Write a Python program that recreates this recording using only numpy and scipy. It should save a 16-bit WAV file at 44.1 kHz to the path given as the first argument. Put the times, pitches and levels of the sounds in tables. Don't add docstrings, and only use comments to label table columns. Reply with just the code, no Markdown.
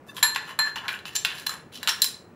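import sys
import numpy as np
from scipy import signal
from scipy.fft import rfft, irfft, next_fast_len
from scipy.io import wavfile

SR = 44100
rng = np.random.default_rng(int(sys.argv[2]) if len(sys.argv) > 2 else 0)


def put_to_file(sound):
    columns = np.atleast_2d(sound).T
    safe = np.clip(columns, -1, 1)
    whole_steps = np.round(safe * 32767)
    wavfile.write(sys.argv[1], SR, whole_steps.astype(np.int16))


N = 103635


def amp(db):
    return 10 ** (np.asarray(db) / 20)


def unit(x):
    return x / np.sqrt(np.mean(x ** 2) + 1e-20)


def fade(t, t60):
    return np.exp(-np.log(1000) * t / t60)


def along(points, hz):
    point_hz, value = np.transpose(points)
    return np.interp(np.log(hz + 1), np.log(point_hz + 1), value)


def add(track, start_s, x):
    i = max(round(start_s * SR), 0)
    track[i:i + len(x)] += x[:max(N - i, 0)]


def filtered(x, gain):
    size = next_fast_len(N + SR // 4)
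    hz = np.fft.rfftfreq(size, 1 / SR)
    return irfft(rfft(x, size) * gain(hz), size)[..., :N]


# frequency in Hz, t60 in seconds.
ROOM_DECAY = [(300, 0.22), (1300, 0.42), (4000, 0.31), (9000, 0.31), (15000, 0.17)]
TAIL_DELAY_S, RING_WET_DB, KNOCK_WET_DB, SCRAPE_WET_DB = .005, -9, -6, -5.5


def in_room(x, wet_db):
    hz, t, bands = signal.stft(rng.standard_normal(SR // 2), SR, nperseg=256)
    decay = amp(-60 * t / along(ROOM_DECAY, hz)[:, None])
    tail = signal.istft(bands * decay, SR)[1]
    tail = amp(wet_db) * tail / np.linalg.norm(tail)
    gap = np.zeros(round(TAIL_DELAY_S * SR))
    return signal.fftconvolve(x, np.concatenate([[1], gap, tail]))


BASS_HZ, MID_HZ, TREBLE_HZ = 1500, 3520, 8800


def tone(hz, bass_db, treble_db):
    return amp(along([(BASS_HZ, bass_db), (MID_HZ, 0), (TREBLE_HZ, treble_db)], hz))


# resonance in Hz, width in Hz before doubling, relative level in dB.
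SPOON_MODES = [(951, 140, -3.5), (1080, 65, -1), (1594, 420, -2.5), (1733, 134, 1), (2490, 420, -10),
               (2762, 110, -4.5), (3000, 99, -5), (3190, 25, -10.5), (3456, 76, -6), (4036, 140, -2),
               (4680, 190, -10), (5405, 200, -9), (6153, 63, -6), (7220, 90, -4.5), (10320, 140, -8.5),
               (12740, 130, -15.5), (13900, 160, -12.5)]
# frequency in Hz, level in dB.
CONTACT_COLOUR = [(100, -60.5), (450, -29), (700, -14), (1000, -15), (1700, -7.5), (3500, -2.5),
                  (5500, -9.5), (8500, -11), (11000, -10.5), (15000, -13)]


def spoon_response(body_db, bass_db, treble_db, contact_hz, boost_db, q, size=4096):
    hz = np.fft.rfftfreq(size, 1 / SR)

    def peak(center_hz, width_hz):
        damping = (hz * width_hz) ** 2
        return damping / ((center_hz ** 2 - hz * hz) ** 2 + damping)

    power = amp(along(CONTACT_COLOUR, hz)) ** 2
    for mode_hz, width_hz, db in SPOON_MODES:
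        power = power + amp(db + body_db) ** 2 * peak(mode_hz, 2 * width_hz) ** 2
    power = power * (1 + amp(boost_db) ** 2 * peak(contact_hz, contact_hz / q))
    magnitude = np.sqrt(power) * tone(hz, bass_db, treble_db)
    cepstrum = irfft(np.log(magnitude + 1e-6))
    cepstrum[1:size // 2] *= 2
    cepstrum[size // 2 + 1:] = 0
    response = irfft(np.exp(rfft(cepstrum)))
    return response / np.linalg.norm(response)


# frequency in Hz, relative level in dB.
HUM_SPECTRUM = [(20, -39), (40, -22), (65, -10.5), (95, -4.5), (170, -0.5), (260, -5), (430, -4.5),
                (700, -11.5), (1100, -13.5), (2400, -24.5), (4000, -36.5), (7300, -39.5), (16000, -47.5)]
HUM_RMS_DB = -51


def hum():
    noise = rng.standard_normal(N)
    return amp(HUM_RMS_DB) * unit(filtered(noise, lambda hz: amp(along(HUM_SPECTRUM, hz))))


# frequency in Hz, relative level in dB.
LOOSE_SPOON_MODES = [(1110, -7), (1720, -2.5), (2670, -3), (3590, -0.5), (4750, -14), (6130, -14)]
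PICKUP_S, PICKUP_WIDTH_S, PICKUP_DB = 0.098, 0.0085, -40.5


def pickup():
    out, t = np.zeros(N), np.arange(SR // 4) / SR
    ring = np.zeros(len(t))
    for hz, db in LOOSE_SPOON_MODES:
        ring += amp(db) * np.sin(2 * np.pi * (hz * t + rng.random()))
    swell = np.exp(-((t - PICKUP_S) / PICKUP_WIDTH_S) ** 2)
    add(out, 0, amp(PICKUP_DB) * in_room(ring * swell, RING_WET_DB))
    return out


# start in seconds, level in dB, pitch in Hz.
BOWL_BUMPS = [(1.66, -38.5, 225), (1.666, -48, 400), (1.783, -35, 250)]
BUMP_T60_S = .08


def bumps():
    out, t = np.zeros(N), np.arange(SR // 8) / SR
    envelope = fade(t, BUMP_T60_S) * (1 - fade(t, BUMP_T60_S / 2))
    for start_s, db, hz in BOWL_BUMPS:
        thud = np.sin(2 * np.pi * hz * t) * envelope
        add(out, start_s, amp(db) * in_room(thud, KNOCK_WET_DB))
    return out


SAUCE_RMS_DB = -61.5
BUBBLES_PER_S, BUBBLE_HZ, BUBBLE_CYCLES = 60, 1031, 8.2


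def sauce(glide=.25, spread=.4):
    out, t = np.zeros(N), np.arange(SR // 20) / SR
    for start_s, length_s, *_ in SCRAPE_STROKES:
        bubbles = rng.random((16, 3))[:round(BUBBLES_PER_S * length_s)]
        for when, pitch, strength in bubbles:
            cycles = BUBBLE_HZ * np.exp(2 * spread * (2 * pitch - 1)) * t
            age = cycles / BUBBLE_CYCLES
            envelope = strength * age * np.exp(-2 * np.pi * age)
            bubble = envelope * np.sin(2 * np.pi * cycles * (1 + glide * age / 2))
            add(out, start_s + when * length_s, bubble)
    return amp(SAUCE_RMS_DB) * unit(in_room(out, SCRAPE_WET_DB)[:N])


# start in seconds, length in seconds, level in dB, bass in dB, treble in dB,
# squeal in Hz, squeal boost in dB.
SCRAPE_STROKES = [(0.062, 0.065, -51.5, 3, 12, 1730, 4.5), (0.141, 0.073, -42.5, -18, 13, 1030, 37),
                  (0.397, 0.11, -48.5, -1.5, -5, 1670, -11), (0.467, 0.065, -37.5, 8, 0, 2980, 9.5),
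                  (0.636, 0.071, -33.5, 2.5, -5, 1720, 12), (0.761, 0.041, -35.5, -2, -6, 2954, 18.5),
                  (0.803, .10, -40.5, 18, -2, 1090, -9.5), (0.887, 0.085, -38.5, 4.5, 12, 1603, 20),
                  (1.05, 0.049, -35.5, -6, 1, 2820, 12.5), (1.104, 0.1, -47.5, -11, -3.5, 1790, 11.5),
                  (1.153, .022, -24, -18, -3, 7420, 14), (1.265, 0.087, -38.5, -4.5, -23, 3040, 5),
                  (1.317, .14, -42.5, -5, -1.5, 9980, -1), (1.463, 0.013, -25, -5.5, 4, 4000, 8.5),
                  (1.488, 0.076, -41, 4.5, -4, 11050, 14.5), (1.717, .075, -42, -18.5, -1, 3120, 8.5),
                  (1.80, 0.11, -45, 4, -7, 3830, 15), (1.897, 0.19, -52, -4.5, 0, 1800, -1)]
SLIPS_PER_S, SLIP_SPREAD_DB, STROKE_SHAPE = 1800, 6, 0.89
SCRAPE_BODY_DB, SQUEAL_Q = 10, 10


def scrapes():
    out, t = np.zeros(N), np.arange(SR // 4) / SR
    for start_s, length_s, db, bass_db, treble_db, squeal_hz, boost_db in SCRAPE_STROKES:
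        happens = rng.random(len(t)) < SLIPS_PER_S / SR
        sign = rng.choice([-1, 1], len(t))
        slips = happens * sign * amp(SLIP_SPREAD_DB * rng.standard_normal(len(t)))
        pressure = np.abs(np.sin(np.pi * np.minimum(t / length_s, 1))) ** STROKE_SHAPE
        response = spoon_response(SCRAPE_BODY_DB, bass_db, treble_db, squeal_hz, boost_db, SQUEAL_Q)
        rub = signal.fftconvolve(unit(slips) * pressure, response)
        add(out, start_s, amp(db) * in_room(rub, SCRAPE_WET_DB))
    return out


# start in seconds, level in dB, bass in dB, treble in dB,
# ring length 0-1 (scales every decay), level of the side modes in dB.
GLASS_BLOWS = [(.2288, -9.5, 0, 0, 1, -40), (.5897, -10.5, -4, -9, .9, -45), (.360, -27, -3, -4, .8, -20),
               (.8812, -31, 0, 0, .3, -15), (1.1545, -22, -3, 5, .25, -30), (1.8747, -24, 2, 0, .4, -10),
               (2.019, -18, -14, 4, .5, 0)]
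# frequency in Hz, relative level in dB, t60 in seconds at ring length 1,
# kind (0 = rim mode, 1 = side mode that only some points of contact excite).
GLASS_MODES = [(1752, -4, .35, 0), (4146, 0, .27, 0), (7335, -6, .19, 0), (11268, -17, .22, 0),
               (3745, -7, .14, 1), (3833, -1, .32, 1), (3905, -5, .2, 1), (4080, -5, .18, 1),
               (5324, -14, .14, 1), (7445, -7, .28, 1), (8060, -17, .2, 1), (9625, -22, .2, 1),
               (11990, -26, .14, 1)]
SPLIT_HZ, TWIN_DB, RISE_S = 5.6, -8, 0.00081
BITE_DB, BITE_DB_PER_OCTAVE, BITE_T60_S = -9, 17, .055


def clinks():
    out, t = np.zeros(N), np.arange(SR // 2) / SR
    rise = 1 - np.exp(-t / RISE_S)
    for start_s, db, bass_db, treble_db, length, side_db in GLASS_BLOWS:
        ring = np.zeros(len(t))
        for hz, mode_db, t60_s, side in GLASS_MODES:
            phase, twin_phase = rng.uniform(0, 2 * np.pi, 2)
            pair = np.sin(2 * np.pi * hz * t + phase)
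            pair += amp(TWIN_DB) * np.sin(2 * np.pi * (hz - SPLIT_HZ) * t + twin_phase)
            bite_db = BITE_DB + BITE_DB_PER_OCTAVE * np.log2(hz / MID_HZ)
            decay = fade(t, t60_s * length) + amp(bite_db) * fade(t, BITE_T60_S * length)
            ring += amp(mode_db + side * side_db) * tone(hz, bass_db, treble_db) * pair * decay
        add(out, start_s, amp(db) * in_room(ring * rise / 2, RING_WET_DB))
    return out


# start in seconds, level in dB, bass in dB, treble in dB, t60 in seconds,
# resonance at the point of contact in Hz, its boost in dB.
SPOON_KNOCKS = [(0.167, -33.5, -1.5, -1, 0.084, 3320, 11.5), (0.18, -37.5, -7.5, -22, 0.089, 980, 9),
                (0.191, -40.5, 0, 5, 0.038, 7330, 1), (0.2277, -13, -0.5, 0.5, 0.068, 3820, 14),
                (0.237, -20.5, 15, 6, 0.059, 984, 6), (.348, -28, -17, -6, .03, 1780, 18),
                (0.3599, -16, 3.5, -16.5, 0.039, 2480, 4), (0.5894, -21.5, 7, -7.5, 0.1, 965, 1.5),
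                (.697, -41.5, 7.5, -0.5, 0.08, 1720, 9.5), (0.7585, -26.5, 4, -9.5, 0.091, 884, 5),
                (0.8816, -23.5, -4.5, -18.5, 0.084, 1480, 9), (0.89, -27, 6, -1, 0.051, 2350, 17),
                (.940, -32.5, 1, -6.5, 0.05, 2590, 31.5), (0.99, -41.5, -4, -9, 0.04, 4160, 3.5),
                (1.0545, -29.5, -4, -16, 0.019, 2800, 7), (1.1528, -25.5, -8, -4, 0.065, 6040, 14.5),
                (1.2489, -15.5, -4.5, -9.5, 0.041, 2770, 5), (1.2555, -25.5, -13, -11, 0.039, 4700, 5),
                (1.322, -47, -3.5, 4.5, 0.046, 2904, 7), (1.398, -38.5, -9.5, -1.5, .05, 4400, 4.5),
                (1.4935, -28, -2, 3, 0.041, 1220, 15), (1.756, -38, -15, -5, 0.045, 5650, 12.5),
                (1.830, -26.5, -2.5, -1, 0.039, 3940, 6.5), (1.8745, -16.5, -2.5, -7.5, 0.064, 1370, 7),
                (1.886, -21.5, -4, -4, 0.096, 1500, -6.5), (1.892, -19, -6.5, -4, 0.048, 5620, 12),
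                (2.019, -10.5, -5, 10, 0.041, 4110, 18.5), (2.043, -18.5, -6, 10, 0.043, 5190, 8.5)]
KNOCK_BODY_DB, CONTACT_Q = 3, 11.6
TICK_DB, TICK_T60_S = 2, 0.0027


def knocks():
    out, t = np.zeros(N), np.arange(SR // 10) / SR
    tick = amp(TICK_DB) * fade(t, TICK_T60_S)
    for start_s, db, bass_db, treble_db, t60_s, contact_hz, boost_db in SPOON_KNOCKS:
        chatter = rng.standard_normal(len(t)) * (fade(t, t60_s) + tick)
        response = spoon_response(KNOCK_BODY_DB, bass_db, treble_db, contact_hz, boost_db, CONTACT_Q)
        blow = signal.fftconvolve(chatter, response)
        add(out, start_s, amp(db) * in_room(blow, KNOCK_WET_DB))
    return out


# frequency in Hz, gain in dB.
SIDE_SPECTRUM = [(300, -52.5), (700, -54), (1300, -34.5), (2500, -14), (4000, -45), (7500, -33.5),
                 (12000, -19)]
# frequency in Hz, left over right in dB.
LEFT_LEAN = [(600, 0), (900, .6), (1300, 2.4), (2000, .2), (3000, 0)]


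def scene():
    mix = hum() + knocks() + clinks() + scrapes() + sauce() + pickup() + bumps()
    blur = unit(rng.standard_normal(SR // 100)) / np.sqrt(SR // 100)
    blurred = signal.fftconvolve(mix, blur)[:N]
    side = filtered(blurred, lambda hz: amp(along(SIDE_SPECTRUM, hz)))
    stereo = filtered(mix, lambda hz: amp(np.outer([.5, -.5], along(LEFT_LEAN, hz))))
    return stereo + np.array([side, -side])


CEILING, TOP_HZ = .95, 15620


def record(dry):
    rounded = dry / (1 + np.abs(dry / CEILING) ** 4) ** (1 / 4)
    return filtered(rounded, lambda hz: hz < TOP_HZ)


dry = scene()
out = record(dry)
put_to_file(out)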